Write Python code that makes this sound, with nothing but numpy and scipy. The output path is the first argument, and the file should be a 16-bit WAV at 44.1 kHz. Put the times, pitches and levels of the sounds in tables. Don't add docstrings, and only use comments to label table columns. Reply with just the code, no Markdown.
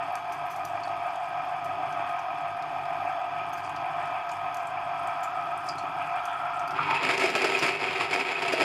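import sys
import numpy as np
from scipy import signal
from scipy.fft import rfft, irfft, next_fast_len
from scipy.io import wavfile
from scipy.ndimage import uniform_filter1d

SR = 44100
rng = np.random.default_rng(int(sys.argv[2]) if len(sys.argv) > 2 else 0)


def wrap_up_sound(samples):
    columns = np.atleast_2d(samples).T
    tamed = np.clip(columns, -1, 1)
    steps = np.round(tamed * 32767).astype(np.int16)
    wavfile.write(sys.argv[1], SR, steps)


N = 381024
TIME = np.arange(N) / SR
MAINS_HZ, WHEEL_HZ, REAMER_HZ, ROTOR_BEAT_HZ = 50, 6.485, 0.985, 41.75

# (frequency [Hz], level [dB])
STRAINER_SLOPE = [(155, -17), (220, -23), (265, -12.5), (520, -17.5), (1000, -14.9), (1500, -14.0),
                  (2400, -10.0), (3000, -18.2), (4000, -25.0), (5800, -33.1), (8800, -37.7), (12300, -44.9),
                  (15500, -64.7)]
# (frequency [Hz], width [Hz], lift [dB])
STRAINER_MODES = [(384, 52, 13.5), (470, 26, 6), (606, 44, 7.6), (694, 47, 10), (742, 34, 4.5),
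                  (920, 130, 6.7), (1295, 80, 6.5), (2230, 120, 4.5), (2468, 49, 4.5), (2700, 40, 4),
                  (2570, 200, 4.5), (4773, 720, 7), (5202, 188, 8), (5900, 900, -3), (7200, 400, 8.5),
                  (9480, 260, 12)]
# (time [s], level [dB])
SHAKE = [(6.7, -4.5), (7.0, -12), (7.04, -3.5), (7.66, -0.5), (7.76, -6), (8.02, -4), (8.08, -11),
         (8.13, -2), (8.36, -7.5), (8.64, -1.5)]


def from_db(db):
    return 10 ** (np.asarray(db) / 20)


def rms_one(x):
    return x / np.sqrt(np.mean(x ** 2) + 1e-20)


def band(x, low_hz, high_hz, order=2):
    sos = signal.butter(order, [low_hz, min(high_hz, .48 * SR)], "band", fs=SR, output="sos")
    return signal.sosfilt(sos, x + 1e-18)


def evened(x, size=3000):
    power = uniform_filter1d(uniform_filter1d(x ** 2, size=size), size=size * 3 // 4)
    return x / np.sqrt(power + 1e-14)


def curve(rows):
    return np.interp(TIME, *np.transpose(rows))


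def drift(hz):
    knots = np.arange(0, TIME[-1] + 1, 1 / hz)
    return rms_one(np.interp(TIME, knots, rng.standard_normal(1000)[:len(knots)]))


def throb(hz, depth_db):
    return from_db(depth_db * np.cos(2 * np.pi * (hz * TIME + rng.random())))


def turning(turn_hz, swells):
    return from_db(sum(db * np.cos(2 * np.pi * k * turn_hz * (TIME - peak_s)) for k, db, peak_s in swells))


def grains(per_s, spread_db):
    clicks = (rng.random(N) < per_s / SR) * rng.choice([-1, 1], N)
    return clicks * from_db(spread_db * np.clip(rng.standard_normal(N), -2, 2))


def burst(decay_s, per_s, attack_s=0.0007):
    t = TIME[:SR // 12]
    cluster = rng.uniform(-1.06, 1, len(t)) * (rng.random(len(t)) < per_s / SR)
    return cluster * np.minimum(t / attack_s, 1) * np.exp(-t / decay_s) + 1e-12


def add(out, s, sound, db):
    start = int(s * SR)
    sound = sound * np.sqrt(.005 * SR) / np.linalg.norm(sound)
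    out[start:start + len(sound)] += (from_db(db) * sound)[:N - start]


def body(x, slope, modes=()):
    size = next_fast_len(N + SR // 2)
    hz = np.maximum(np.arange(size // 2 + 1) * SR / size, 1)
    points, levels = np.transpose(slope)
    db = np.interp(np.log(hz), np.log(points), levels)
    db -= 10 * np.log10(1 + np.minimum((.75 * points[0] / hz) ** 8, 1e4))
    for centre, width, lift in modes:
        db += lift / (1 + (2 * (hz - centre) / width) ** 2)
    crowd_hz = np.arange(2800, 16000, 70)
    db += np.interp(hz, crowd_hz, rng.normal(0, 2.3, len(crowd_hz)), left=0)
    cepstrum = irfft(np.log(from_db(db)), size)
    minimum_phase = np.exp(rfft(2 * cepstrum[:size // 2], size) - cepstrum[0])
    return irfft(rfft(x, size) * minimum_phase, size)[:N]


def kitchen(x, wet_db, t60):
    t = TIME[:SR // 2]
    tail = rng.standard_normal(len(t)) * from_db(-60 * t / t60) * (t > .004)
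    return x + from_db(wet_db) * signal.fftconvolve(x, tail / np.linalg.norm(tail))[:N]


def room_tone():
    # (frequency [Hz], level [dB])
    air_slope = [(20, -14), (50, -11), (200, -8.5), (1000, -6), (5000, -24), (15000, -49)]
    return from_db(-55) * rms_one(body(rng.standard_normal(N), air_slope))


def gears(freed):
    # (frequency [Hz], level [dB])
    housing_slope = [(450, -36), (560, -28.5), (680, -13), (1000, -12), (1400, -26), (2050, -20.5),
                     (2700, -22), (3700, -45), (4600, -40), (5700, -60.5), (8500, -58.5), (12000, -50.5),
                     (15500, -75)]
    # (frequency [Hz], width [Hz], lift [dB])
    gear_modes = [(701.8, 19, 8.5), (755, 46, 8.5), (768, 18, -10.5), (862, 68, 6), (1170, 120, 0.5),
                  (1277, 156, 14.5), (1575, 71, 11), (2390, 244, 14), (2590, 96, 8), (3300, 480, 19),
                  (4860, 520, 4.5), (5290, 210, 15.5), (6400, 930, 18.5)]
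    # (frequency [Hz], level against the growl's noise [dB])
    mesh_tones = [(691.8, -2), (701.6, -5), (714.6, -5), (743.5, -5), (750, -10)]
    # (time [s], level [dB])
    growl_levels = [(0, -34), (0.35, -36.5), (.7, -34), (1.1, -34), (1.7, -32.5), (2.1, -34), (2.8, -34),
                    (3.25, -32), (3.5, -36.5), (3.72, -37.5), (3.85, -33), (4.33, -36), (4.5, -34),
                    (5.5, -34.5), (5.72, -37.5), (6.15, -34), (6.36, -35.5), (6.55, -34), (6.72, -33),
                    (6.85, -57), (7.2, -40.5)]
    push_levels = [(0, -37), (0.8, -37.5), (2.15, -35.5), (2.5, -37), (3.55, -36), (3.82, -35.5),
                   (5.8, -36.5), (6.7, -34.5), (6.93, -32)]
    # (swells per cycle [count], depth [dB], peak time [s])
    torque_pulses = [(1, 1.35, .0055), (2, .35, .0023)]
    rotor_beat = [(1, .7, .0105)]
    rib_bite = [(1, .7, .02), (2, .4, .455), (3, .45, .06)]
    wheel_growl = [(1, 2.9, .134), (2, .5, .014), (3, 1.0, .04)]
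    wheel_clatter = [(1, 1.3, .152)]
    wheel_whine = [(1, 1.3, .013), (2, .85, .007), (3, .3, .049)]
    # (time [s], depth [factor])
    chug_depths = [(0, 1.3), (.8, 1), (1.4, 0.82), (2.9, 0.6), (3.5, 0.34), (4.4, 0.72), (5.1, 0.63),
                   (5.9, 1.1), (6.6, 0.93)]
    # (time [s], half length [s], whine lift [dB], rasp lift [dB])
    catches = [(1.083, .035, 3, -2), (1.17, 0.046, -7, 2.5), (3.08, .025, 4.5, -9), (3.165, 0.045, -3.5, 2),
               (3.397, 0.039, 5.5, 2), (4.17, 0.04, 4, -1), (4.782, 0.019, 6.5, -9), (6.022, 0.017, 8, 3),
               (6.106, 0.034, 6, -10), (6.185, 0.012, 7, 5), (6.303, .055, -3, 6.5)]

    torque = turning(2 * MAINS_HZ, torque_pulses)
    contacts = grains(per_s=12000, spread_db=3) * torque
    housing = body(kitchen(contacts, wet_db=-6.5, t60=0.23), housing_slope, gear_modes)
    mesh = sum(from_db(db) * np.sqrt(2) * np.sin(2 * np.pi * hz * TIME + .4 * drift(4))
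               for hz, db in mesh_tones)
    chug = curve(chug_depths)
    growl = evened(rms_one(band(housing, 590, 811, order=5)) + mesh, size=1000)
    growl *= from_db(curve(growl_levels)) * turning(WHEEL_HZ, wheel_growl) ** chug
    clatter = evened(band(housing, 825, 1875, order=5), size=1500)
    clatter *= turning(WHEEL_HZ, wheel_clatter) ** chug
    whine_db, rasp_db = -14, -19
    for s, half_s, whine_lift, rasp_lift in catches:
        catch = np.exp(-np.minimum(((TIME - s) / half_s) ** 2, 20))
        whine_db += whine_lift * catch
        rasp_db += rasp_lift * catch
    whine = from_db(whine_db) * evened(band(housing, 1954, 2983, order=5))
    whine *= turning(WHEEL_HZ, wheel_whine)
    rasp = from_db(rasp_db) * evened(band(housing, 2890, 4000, order=5))
    sliding_hiss = from_db(-58.5) * evened(band(housing, 3910, 15300, order=5)) * (1 - freed)
    push = from_db(curve(push_levels) - 10 * freed)
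    sound = torque * (growl + push * (whine + rasp))
    sound += np.sqrt(torque) * (push * clatter + sliding_hiss)
    return sound * turning(ROTOR_BEAT_HZ, rotor_beat) * turning(REAMER_HZ, rib_bite)


def motor(freed):
    # (frequency [Hz], level [dB])
    hum_tones = [(50, -73), (100, -63), (300, -70)]
    # (swells per turn [count], depth [dB], peak time [s])
    drag_swells = [(1, 2.2, 0.76), (2, 1.2, 0.38), (3, 1.3, 0.011)]
    # (time [s], level [dB])
    grip_levels = [(0, -51), (0.95, -54.5), (1.85, -51), (2.75, -53), (3.45, -50.5), (3.8, -52.5),
                   (4.3, -52), (4.75, -55), (5.7, -50.5), (6.5, -54.5), (6.87, -44), (7.15, -51)]
    # (frequency [Hz], level [dB])
    base_slope = [(85, -22), (102, 2.5), (170, 6), (225, -15), (260, -0.5), (390, 9), (470, -15),
                  (3000, -51), (12000, -83)]
    # (frequency [Hz], width [Hz], lift [dB])
    base_modes = [(93.6, 13.8, 16.5), (147.8, 18, 10.8), (280, 44, 9.1)]
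    hum = sum(from_db(db) * np.sqrt(2) * np.sin(2 * np.pi * (hz * TIME + rng.random()))
              for hz, db in hum_tones)
    rumble = evened(body(grains(per_s=830, spread_db=9.5), base_slope, base_modes))
    drag = turning(REAMER_HZ, drag_swells)
    return drag * (from_db(-14 * freed) * hum + from_db(curve(grip_levels)) * rumble)


def bubbles(hz, length_s, count=4, ring_s=.001, rise_per_s=5):
    born = 2 * length_s * np.arange(count)[:, None] / count
    age = np.maximum(TIME[:SR // 12] - born, 0)
    pitch = hz * (1 + .02 * rng.standard_normal((count, 1)))
    phase = 2 * np.pi * pitch * age * (1 + rise_per_s * age)
    return np.sum(age * np.exp(-age / ring_s) * np.sin(phase), axis=0)


def pulp(freed, tick_decay_s=0.0058):
    # (time [s], decay [s], bubble level [dB], pitch [Hz], spray level [dB], spray top [Hz])
    squelches = [(.1525, 0.003, -54, 6000, -49, 11500), (.321, 0.0098, -53, 5800, -53.5, 15500),
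                 (0.499, .024, -56, 6110, -52.5, 15500), (.558, 0.014, -63, 6190, -55, 15000),
                 (0.6485, 0.004, -51, 6050, -49, 14500), (.833, 0.0076, -44, 4470, -57.5, 8100),
                 (1.639, .02, -62, 4830, -57, 13000), (3.53, .008, -51, 6240, -55, 15500),
                 (3.569, 0.013, -52, 4770, -57, 15000), (3.639, .025, -50, 4700, -58, 10000),
                 (4.543, .005, -60, 6150, -52.5, 14000), (4.569, .004, -59, 5940, -54.5, 13500),
                 (5.231, 0.011, -46, 7150, -52, 12500), (5.657, 0.025, -52, 4970, -57, 11500),
                 (5.687, 0.0064, -33, 4900, -47, 8800), (5.781, 0.0091, -44, 4200, -52.5, 10000),
                 (6.253, 0.0046, -51, 6200, -52.5, 12500), (6.675, .0053, -49, 4600, -57, 13500)]
    # (time [s], level [dB], pitch [Hz])
    ticks = [(.123, -58, 12000), (.463, -57, 12000), (.878, -51, 4340), (1.157, -55, 7000),
             (1.9235, -52, 6230), (2.1909, -52, 6240), (2.623, -49, 4650), (2.852, -53, 4380),
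             (3.693, -53, 7540), (3.761, -47, 4830), (4.292, -47, 4840), (4.3143, -47, 6900),
             (4.671, -50, 8050), (5.0725, -48, 8100), (5.574, -50.5, 9000), (6.594, -48.5, 6150),
             (6.708, -46, 4830), (7.177, -40, 5470), (7.198, -42, 6500), (7.238, -40, 5000),
             (7.261, -42, 5500), (7.3, -38, 5500), (7.359, -40, 5550), (7.444, -35, 5000),
             (7.589, -33.5, 5200), (7.628, -37, 5000), (8.138, -35, 5000), (8.43, -47.5, 5100),
             (8.529, -34, 5000)]
    # (frequency [Hz], level [dB])
    spray_slope = [(4500, 9.5), (6200, 9.5), (9000, 4), (12000, 6), (15500, -3)]
    # (frequency [Hz], width [Hz], lift [dB])
    bowl_dip = [(5360, 370, -6)]
    pops, spray = np.zeros(N), np.zeros(N)
    for s, decay_s, db, hz, spray_db, top_hz in squelches:
        add(pops, s, bubbles(hz, decay_s), db)
        droplets = burst(decay_s, per_s=1500, attack_s=0.4 * decay_s)
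        add(spray, s, band(droplets, 4100, top_hz, order=5), spray_db)
    for s, db, hz in ticks:
        add(pops, s, band(burst(tick_decay_s, per_s=5000), hz / 1.15, hz * 1.07, order=1), db)
    small_sacs = sum(band(grains(per_s=22, spread_db=3), .85 * hz, 1.15 * hz) / np.sqrt(hz)
                     for hz in np.geomspace(4300, 11000, 10))
    small_sacs = signal.fftconvolve(small_sacs, burst(tick_decay_s, per_s=4000))[:N]
    fizz = from_db(-68.5 + 2.7 * drift(18)) * rms_one(small_sacs) * (1 - freed)
    pops = kitchen(pops, wet_db=-8, t60=.25)
    return pops + kitchen(body(spray, spray_slope, bowl_dip) + fizz, wet_db=-8, t60=.28)


def rind():
    # (start [s], length [s], pitch [Hz], level [dB])
    rubs = [(4.59, 1.64, 1290, -38.5), (5.843, 1.4, 1330, -38), (6.802, 0.25, 947, -32.5)]
    slips = signal.sosfilt(signal.butter(2, 48, fs=SR, output="sos"), rng.standard_normal((2, N)))
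    out = np.zeros(N)
    for start, length, hz, db in rubs:
        swell = np.sin(np.pi * np.clip((TIME - start) / length, 0, 1))
        phase = 2 * np.pi * hz * TIME
        out += from_db(db) * swell * evened(slips[0] * np.cos(phase) + slips[1] * np.sin(phase))
    return out * throb(MAINS_HZ, depth_db=3.5)


def reamer(freed):
    # (swells per turn [count], depth [dB], peak time [s])
    surges = [(1, 1.5, 0.14), (2, .5, 0.121)]
    chatter = grains(per_s=2200, spread_db=2) * throb(2 * MAINS_HZ, depth_db=2.4)
    chatter *= from_db(1.7 * drift(100))
    strainer = body(kitchen(chatter, wet_db=-6.5, t60=0.3), STRAINER_SLOPE, STRAINER_MODES)
    shake_db = curve(SHAKE)
    graze_db = 4 * (1 - freed)
    thud = from_db(-34.5 + shake_db) * evened(band(strainer, 171, 546, order=4))
    rattle = from_db(-29 + 0.47 * shake_db + graze_db) * evened(band(strainer, 628, 3960, order=4))
    edge = from_db(-44 + shake_db) * evened(band(strainer, 4480, 17400, order=4))
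    fade_in = np.interp(TIME, [6.72, 6.93], [0, 1])
    return (thud + rattle + edge) * turning(WHEEL_HZ, surges) * fade_in


def rim_and_bowl(rim_width_hz=170):
    # (time [s], decay [s], level [dB], pitch [Hz])
    skims = [(6.787, 0.012, -19.5, 1280), (6.889, 0.0035, -26, 870), (6.908, .005, -24.5, 955),
             (6.928, .004, -26, 890), (6.946, 0.043, -22, 2570), (7.091, 0.0036, -27, 1780),
             (7.133, 0.0045, -28, 2120), (7.198, 0.0033, -35, 2470), (7.218, 0.0046, -33, 2520),
             (7.418, .005, -34, 2480), (7.546, .007, -24, 2490), (7.814, 0.023, -39, 2530),
             (7.883, 0.0033, -27, 2530), (7.953, 0.0057, -32, 2580), (8.007, 0.0054, -26, 1180),
             (8.13, 0.0048, -25, 2260), (8.193, 0.018, -28.5, 2630), (8.351, .007, -25, 2500),
             (8.48, .0064, -29, 2610)]
    # (time [s], decay [s], level [dB])
    bumps = [(7.235, 0.015, -22.5), (7.35, 0.012, -29.5), (7.43, 0.023, -21.5), (8.527, 0.012, -20.5),
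             (8.583, 0.0049, -24.5), (8.607, 0.023, -19.5)]
    rim, bowl = np.zeros(N), np.zeros(N)
    for s, decay_s, db, hz in skims:
        add(rim, s, band(burst(decay_s, per_s=2600), hz - rim_width_hz / 2, hz + rim_width_hz / 2), db)
    for s, decay_s, db in bumps:
        push = burst(decay_s, per_s=3000, attack_s=0.0052)
        add(bowl, s, band(push, 343, 423) + 0.68 * band(push, 584, 690), db)
    return kitchen(rim + bowl, wet_db=-7.5, t60=0.22)


def knocks():
    # (time [s], blow level [dB], decay [s])
    strikes = [(6.909, -22, 0.011), (6.946, -6, 0.02), (6.9664, -16, 0.005), (7.029, -5, 0.01),
               (7.0506, -5.5, .002), (7.0903, 2, 0.034), (7.1374, -10, 0.0049), (7.1777, -7, .006),
               (7.1967, 1.5, 0.065), (7.2365, -2.5, 0.025), (7.256, -7, 0.009), (7.3516, -1, 0.0074),
               (7.418, -3.5, 0.01), (7.443, 1.5, 0.021), (7.6246, 3, 0.046), (7.662, -6, 0.017),
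               (8.008, -3, 0.033), (8.11, -6.5, 0.0135), (8.1357, -8.5, 0.0085), (8.194, -6, 0.013),
               (8.422, -6, 0.0076), (8.4802, -7.5, 0.0034), (8.522, -3, 0.024), (8.603, 1.5, 0.058)]
    blows, cracks = np.zeros(N), np.zeros(N)
    for s, db, decay_s in strikes:
        bounces = burst(decay_s, per_s=2300)
        bounces[0] += .25 * np.linalg.norm(bounces)
        add(blows, s, bounces, db)
        shake_db = np.interp(s, *np.transpose(SHAKE))
        add(cracks, s, bounces, -20.5 + 3.6 * shake_db)
    ring = body(blows, STRAINER_SLOPE, STRAINER_MODES)
    crack = band(band(cracks, 4400, 4950, order=1), 280, 15000, order=6)
    return kitchen(ring + crack, wet_db=-18, t60=0.14)


def scene():
    release_s, release_length_s = 6.87, 0.3
    freed = np.clip((TIME - release_s) / release_length_s, 0, 1)
    mono = (room_tone() + gears(freed) + motor(freed) + rind()
            + reamer(freed) + knocks() + rim_and_bowl() + pulp(freed))
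    return mono[None]


def record(dry):
    rolloff_hz, cutoff_hz = 15000, 15750
    soft = signal.sosfilt(signal.butter(3, rolloff_hz, fs=SR, output="sos"), dry)
    return signal.sosfilt(signal.ellip(12, .1, 90, cutoff_hz, fs=SR, output="sos"), soft)


dry = scene()
out = record(dry)
wrap_up_sound(out)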